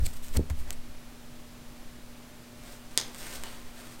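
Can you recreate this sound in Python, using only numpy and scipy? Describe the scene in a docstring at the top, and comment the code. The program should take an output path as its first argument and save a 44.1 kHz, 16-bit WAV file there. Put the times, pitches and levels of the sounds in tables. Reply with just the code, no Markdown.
"""A card hang tag wobbles, scrapes and ticks as fingers turn it right at the microphone.
The card rings in its low bending modes, and the moving hand pushes air against the capsule.
Farther back in the quiet carpeted room a nylon down jacket rustles softly; one fastener snaps shut
and the bare walls answer. Faint mains hum and hiss lie under it all."""
import sys
import numpy as np
from scipy import signal
from scipy.fft import rfft, irfft, next_fast_len
from scipy.io import wavfile
from scipy.ndimage import uniform_filter1d, minimum_filter1d, map_coordinates

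SR = 44100
rng = np.random.default_rng(int(sys.argv[2]) if len(sys.argv) > 2 else 0)


def dump(signal):
    """Clip the signal to [-1, 1] and save it as 16-bit WAV at the path in sys.argv[1]."""
    limited = np.clip(np.atleast_2d(signal).T, -1, 1)
    pcm = np.round(limited * 32767).astype(np.int16)
    wavfile.write(sys.argv[1], SR, pcm)


N = 176400


def amp(db):
    return 10 ** (np.asarray(db) / 20)


def unit(x):
    return x / np.sqrt(np.mean(x ** 2) + 1e-20)


def along(points, hz):
    """Read (f/Hz, value) points on a log frequency axis."""
    f, values = np.transpose(points)
    return np.interp(np.log(hz + 1), np.log(f + 1), values)


def clock():
    return np.arange(N) / SR


def wander(rate):
    """A smooth random curve, rate knots a second."""
    return map_coordinates(rng.standard_normal(int(N * rate / SR) + 4), [clock() * rate])


def coloured(x, colour):
    """x through a zero-phase filter of (f/Hz, level/dB) points."""
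    size = next_fast_len(N + SR // 2)
    gain = amp(along(colour, np.fft.rfftfreq(size, 1 / SR)))
    return irfft(rfft(x, size) * gain, size)[..., :N]


def noise(colour):
    """Coloured noise of rms 1."""
    return unit(coloured(rng.standard_normal(N), colour))


def response(colour, size=2048):
    """The minimum-phase impulse response of a colour."""
    cepstrum = irfft(np.log(amp(along(colour, np.fft.rfftfreq(size, 1 / SR)))))
    cepstrum[1:size // 2] *= 2
    cepstrum[size // 2 + 1:] = 0
    return irfft(np.exp(rfft(cepstrum)))


def impulses(rows):
    """One spike for each (t/s, level/dB) row."""
    times, db = np.transpose(rows)
    return np.bincount(np.round(times * SR).astype(int), amp(db), N)[:N]


def clicks(rows, colour):
    """Dry clicks of one colour at their peak levels."""
    shape = response(colour)
    return signal.fftconvolve(impulses(rows), shape / np.abs(shape).max())[:N]


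def friction(colour, rate, spread_db, grain_db):
    """Tiny random slips, rate a second, over a smooth rush; rms 1."""
    sizes = amp(spread_db * np.minimum(rng.exponential(size=N), 4))
    slips = (rng.random(N) < rate / SR) * rng.choice([-1, 1], N) * sizes
    grains = unit(signal.fftconvolve(slips, response(colour))[:N])
    return unit(noise(colour) + amp(grain_db) * grains)


def swells(rows):
    """Envelopes that gain 60 dB over the rise, peak at their time and lose 60 dB over the release."""
    t = clock()
    power = sum(amp(db - 60 * np.maximum((peak - t) / rise, (t - peak) / release)) ** 2
                for peak, db, rise, release in rows)
    return np.sqrt(power)


def card_wobble(attack_s=0.0016):
    """Each flex sets the card's bending modes swinging; the grip sets the pitch."""
    # flexes: t/s, level/dB, f/Hz, loss per overtone/dB
    flexes = [(.004, -21.5, 56.4, 14), (0.025, -25.5, 95, 18), (.371, -17, 74.4, 10.5),
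              (0.506, -23, 73.3, 13.5)]
    # bending modes: multiple of the pitch, relative level/dB, t60/s
    modes = [(1, 2.5, 0.19), (1.97, -3, 0.26), (3.1, 8.5, 0.15), (5, -3, .12), (6.1, 6, .09)]
    out = np.zeros(N)
    for start, db, hz, loss_db in flexes:
        t = np.maximum(clock() - start, 0)
        attack = 1 - np.exp(-t / attack_s)
        for k, (multiple, mode_db, t60) in enumerate(modes):
            decay = amp(db + mode_db - k * loss_db - 60 * t / t60)
            out += attack * decay * np.sin(2 * np.pi * hz * multiple * t)
    return out


def card_bending():
    """The card flutters dully around each bend and pops as it buckles."""
    # flutters: t/s, level/dB, rise/s, release/s
    flaps = [(.04, -45, .1, 0.3), (.396, -30.5, 0.15, 0.14)]
    # pops: t/s, peak level/dB
    buckles = [(.3934, -13.5), (.4018, -28.5)]
    # their spectra: f/Hz, level/dB
    flap_colour = [(60, -14), (130, 3.5), (230, 3.5), (320, -1.5), (460, -8), (620, -13), (800, -21),
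                   (1100, -34), (2000, -55)]
    buckle_colour = [(30, -6.5), (100, -6.5), (220, -5), (330, -4.5), (460, -9), (700, -20), (1100, -50),
                     (3000, -61)]
    return swells(flaps) * noise(flap_colour) + clicks(buckles, buckle_colour)


def draft(gain_db=10.5):
    """Air stirred by hand and jacket rumbles on the microphone."""
    # gusts: t/s, relative level/dB
    gusts = [(0, -38), (.055, -25.5), (.09, -43), (.32, -39.5), (0.366, -26), (.44, -46), (.6, -35),
             (.8, -46.5), (1.05, -55), (2.9, -60), (3.45, -48), (4, -63.5)]
    # rumble spectrum: f/Hz, level/dB
    colour = [(1, -34), (4, 4.5), (9, 0), (20, -19.5), (40, -21.5), (70, -21), (120, -52), (500, -100)]
    return amp(np.interp(clock(), *np.transpose(gusts)) + gain_db) * noise(colour)


def room_tone(hiss_db=-49.5):
    """Steady mains hum and hiss, the hiss a little wider in the treble."""
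    # mains partials: f/Hz, rms level/dB
    partials = [(119.8, -63), (240, -55), (599.5, -67)]
    # hiss spectrum: f/Hz, level/dB
    hiss_colour = [(12, -8.5), (20, 4), (44, -11.5), (70, -12.5), (100, -12.5), (140, -11.5), (200, -17),
                   (280, -14.5), (350, -18), (480, -19), (700, -21), (1500, -24.5), (4000, -28.5),
                   (8800, -33), (15800, -37)]
    # stereo width: f/Hz, side over mid/dB
    width = [(100, -37), (500, -18), (2000, -29.5), (6000, -15.5), (13000, -7)]
    hum = sum(amp(db) * np.sqrt(2) * np.sin(2 * np.pi * hz * clock() + 0.14 * wander(2.1))
              for hz, db in partials)
    side = coloured(noise(hiss_colour), width)
    return hum + amp(hiss_db) * (noise(hiss_colour) + np.array([side, -side]))


def card_scrapes():
    """Fingers slide over the card's face; its edge slips off a fingertip or rubs along it."""
    # strokes of each kind: t/s, level/dB, rise/s, release/s
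    slides = [(.078, -47, 0.45, 0.3), (.137, -46.5, .06, 0.071), (.17, -49, 0.089, 0.11),
              (.236, -46, 0.054, 0.38), (.342, -44, 0.11, 0.2), (.6, -49.5, 0.16, .15)]
    slips = [(.067, -30, 0.058, 0.01), (.3715, -22.5, 0.015, 0.01), (.7275, -42.5, 0.0069, 0.045)]
    rubs = [(.351, -36, 0.013, 0.052), (.371, -36.5, 0.076, 0.036), (.505, -35.5, 0.032, 0.042),
            (.703, -48.5, 0.3, 0.3)]
    # their spectra: f/Hz, level/dB
    slide_colour = [(700, -9), (2000, -3), (4500, -5), (7000, -5), (8600, 0.5), (10200, -9), (11500, -6),
                    (13500, -3), (14400, -8), (15800, -8)]
    slip_colour = [(700, -7), (1200, -16), (1900, -15), (2350, -3.5), (3400, -5.5), (4500, 1), (5300, -7.5),
                   (7000, -5), (8000, 4), (9000, 0), (9900, -9), (11500, -8), (13500, -4), (14300, -14),
                   (15800, -11)]
    rub_colour = [(150, -6.5), (400, 1), (1050, -3.5), (1400, -10), (1780, -5), (2200, -6), (3000, -18),
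                  (8000, -17.5), (15000, -20.5)]
    sliding = swells(slides) * friction(slide_colour, rate=1400, spread_db=3, grain_db=1)
    slipping = swells(slips) * friction(slip_colour, rate=2500, spread_db=0, grain_db=-3)
    rubbing = swells(rubs) * friction(rub_colour, rate=1600, spread_db=4, grain_db=4)
    return sliding + slipping + rubbing


def card_ticks():
    """Fingernail and string tick on the card."""
    # ticks: t/s, peak level/dB
    ticks = [(.066, -26), (.2688, -35), (.284, -28), (.290, -31), (.5005, -23), (.7064, -12), (.7268, -42)]
    # tick spectrum: f/Hz, level/dB
    colour = [(300, -21), (1000, -19), (1600, -10.5), (3000, -5.5), (4500, -13), (7600, -2.5), (9700, -15),
              (11500, -14), (13400, -10), (14500, -18.5)]
    return clicks(ticks, colour)


def jacket_rustle():
    """Nylon creases in tiny crackles and glides on itself with a bright sheen."""
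    # creasing: t/s, relative level/dB
    contour = [(2.55, -60), (2.66, -51.5), (2.725, -48.5), (2.81, -65), (2.95, -54), (3.12, -52.5),
               (3.18, -51), (3.26, -42.5), (3.36, -45), (3.41, -51.5), (3.455, -47), (3.52, -48),
               (3.62, -56.5), (3.72, -55), (3.8, -47.5), (3.86, -52.5), (3.93, -53.5), (4, -59)]
    # glides: t/s, level/dB, rise/s, release/s
    glides = [(2.725, -53, 0.15, 0.24), (3.19, -47.5, 0.27, 0.82), (3.355, -47, 0.46, 0.21),
              (3.805, -60, .2, 0.12), (3.93, -54.5, .25, 0.16)]
    # their spectra: f/Hz, level/dB
    crease_colour = [(150, -7), (350, 7), (700, 1.5), (1100, -4.5), (1800, 1.5), (3000, 0.5), (6800, -5),
                     (8700, -0.5), (10500, -10), (13300, -7.5), (15800, -12)]
    sheen_colour = [(2000, -17), (5000, -6), (7500, -8), (8500, 0.5), (9200, -8), (10500, -14), (13400, -7),
                    (14300, -15), (15800, -14)]
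    level_db = np.interp(clock(), *np.transpose(contour), left=-120) + 1.7 * wander(35) - 3
    creases = amp(level_db) * friction(crease_colour, rate=800, spread_db=5.5, grain_db=-3)
    sheen = swells(glides) * friction(sheen_colour, rate=1100, spread_db=5, grain_db=0)
    return creases + sheen


def fastener_snap(smear_hz=6500, smear_width_hz=4500):
    """The fastener's halves meet with a hard crack and a very short ring, smeared by its shell."""
    # contacts: t/s, level/dB
    contacts = [(2.97605, 0.5), (2.97665, -14.5)]
    # crack spectrum: f/Hz, level/dB
    colour = [(100, -35), (250, -11), (520, -10), (1100, -22.5), (1900, -1.5), (2500, -5.5), (3400, 5.5),
              (5000, 2.5), (6800, 1), (8800, 6), (10000, -5), (12000, -8), (13500, -7), (14500, -41),
              (15800, -10)]
    # modes of the halves: f/Hz, relative level/dB, t60/s
    modes = [(510, -32.5, 0.022), (910, -36, 0.011), (1950, -49, 0.0036), (3480, -16, 0.0017),
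             (5170, -22.5, 0.01), (6640, -17, 0.0032), (8450, -13.5, 0.0019)]
    t = np.arange(SR // 20) / SR
    ring = sum(amp(db - 60 * t / t60) * np.sin(2 * np.pi * hz * t) for hz, db, t60 in modes)
    snap = clicks(contacts, colour) + signal.fftconvolve(impulses(contacts), ring)[:N]
    # all-pass: the shell passes one band on slightly late
    radius = np.exp(-np.pi * smear_width_hz / SR)
    poles = [1, -2 * radius * np.cos(2 * np.pi * smear_hz / SR), radius * radius]
    return signal.lfilter(poles[::-1], poles, snap)


def jacket_clicks():
    """The jacket's small hard parts click."""
    # clicks: t/s, peak level/dB
    taps = [(3.0805, -28), (3.147, -22), (3.2685, -21.5), (3.4368, -15), (3.458, -27), (3.807, -34),
            (3.995, -28.5)]
    # click spectrum: f/Hz, level/dB
    colour = [(200, 4.5), (700, 3), (1100, -3), (2000, 2.5), (4400, -3), (6000, -5), (8600, 2),
              (10500, -7.5), (15000, -10)]
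    return clicks(taps, colour)


def cord_scrape():
    """The cord scrapes through the hem."""
    # pulls: t/s, level/dB, rise/s, release/s
    pulls = [(3.44, -49, 0.021, .08), (3.47, -50, .1, 0.15)]
    # scrape spectrum: f/Hz, level/dB
    colour = [(300, -19), (1500, -19), (2300, -21), (3000, 12), (3500, -8), (4300, 7), (6000, -24),
              (15000, -20)]
    return swells(pulls) * friction(colour, rate=460, spread_db=0, grain_db=0)


def room(x, tail_db=-5.5, build_s=0.0017):
    """Separate wall echoes reach the microphone, with a short tail whose bass lasts longest."""
    # wall echoes: delay/s, relative level/dB
    walls = [(.0055, -10), (.0073, -17), (.0101, -14), (.0133, -13), (.0222, -19), (.0239, -14),
             (.0268, -19), (.0368, -16), (.0377, -21)]
    # spectrum of the reflected sound: f/Hz, level/dB
    colour = [(200, 0), (500, -1), (1100, 9.5), (2000, -1.5), (3500, -4), (5000, -2.5), (6500, -0.5),
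              (8500, -10.5), (11000, -8.5), (15000, -9)]
    # reverberation time: f/Hz, t60/s
    t60 = [(200, 0.75), (1500, 0.49), (4500, 0.36), (8000, 0.25), (14000, 0.48)]
    hz, t, bands = signal.stft(rng.standard_normal(SR // 2), SR, nperseg=256)
    envelope = amp(-60 * t / along(t60, hz)[:, None]) * (1 - np.exp(-t / build_s))
    tail = signal.istft(bands * envelope, SR, nperseg=256)[1]
    echoes = impulses(walls)[:len(tail)] + amp(tail_db) * tail / np.linalg.norm(tail)
    return signal.fftconvolve(x, np.convolve(echoes, response(colour)))[:N]


def scene():
    """The tag at the microphone is almost dry; the jacket, farther back, stirs the room."""
    near = card_scrapes() + card_wobble() + card_bending() + card_ticks()
    far = jacket_rustle() + fastener_snap() + jacket_clicks() + cord_scrape()
    return near + far + room(far + amp(-20.5) * near) + draft() + room_tone()


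def record(dry):
    """A fast limiter holds the peaks; nothing is kept above the band limit."""
    ceiling, look_ahead_s, top_hz = 0.97, 0.0005, 15850
    width = round(look_ahead_s * SR)
    needed_gain = ceiling / np.maximum(np.abs(dry).max(axis=0), ceiling)
    limited = dry * uniform_filter1d(minimum_filter1d(needed_gain, 2 * width + 1), width)
    size = next_fast_len(N + SR // 2)
    passband = np.fft.rfftfreq(size, 1 / SR) < top_hz
    return irfft(rfft(limited, size) * passband, size)[..., :N]


dry = scene()
out = record(dry)
dump(out)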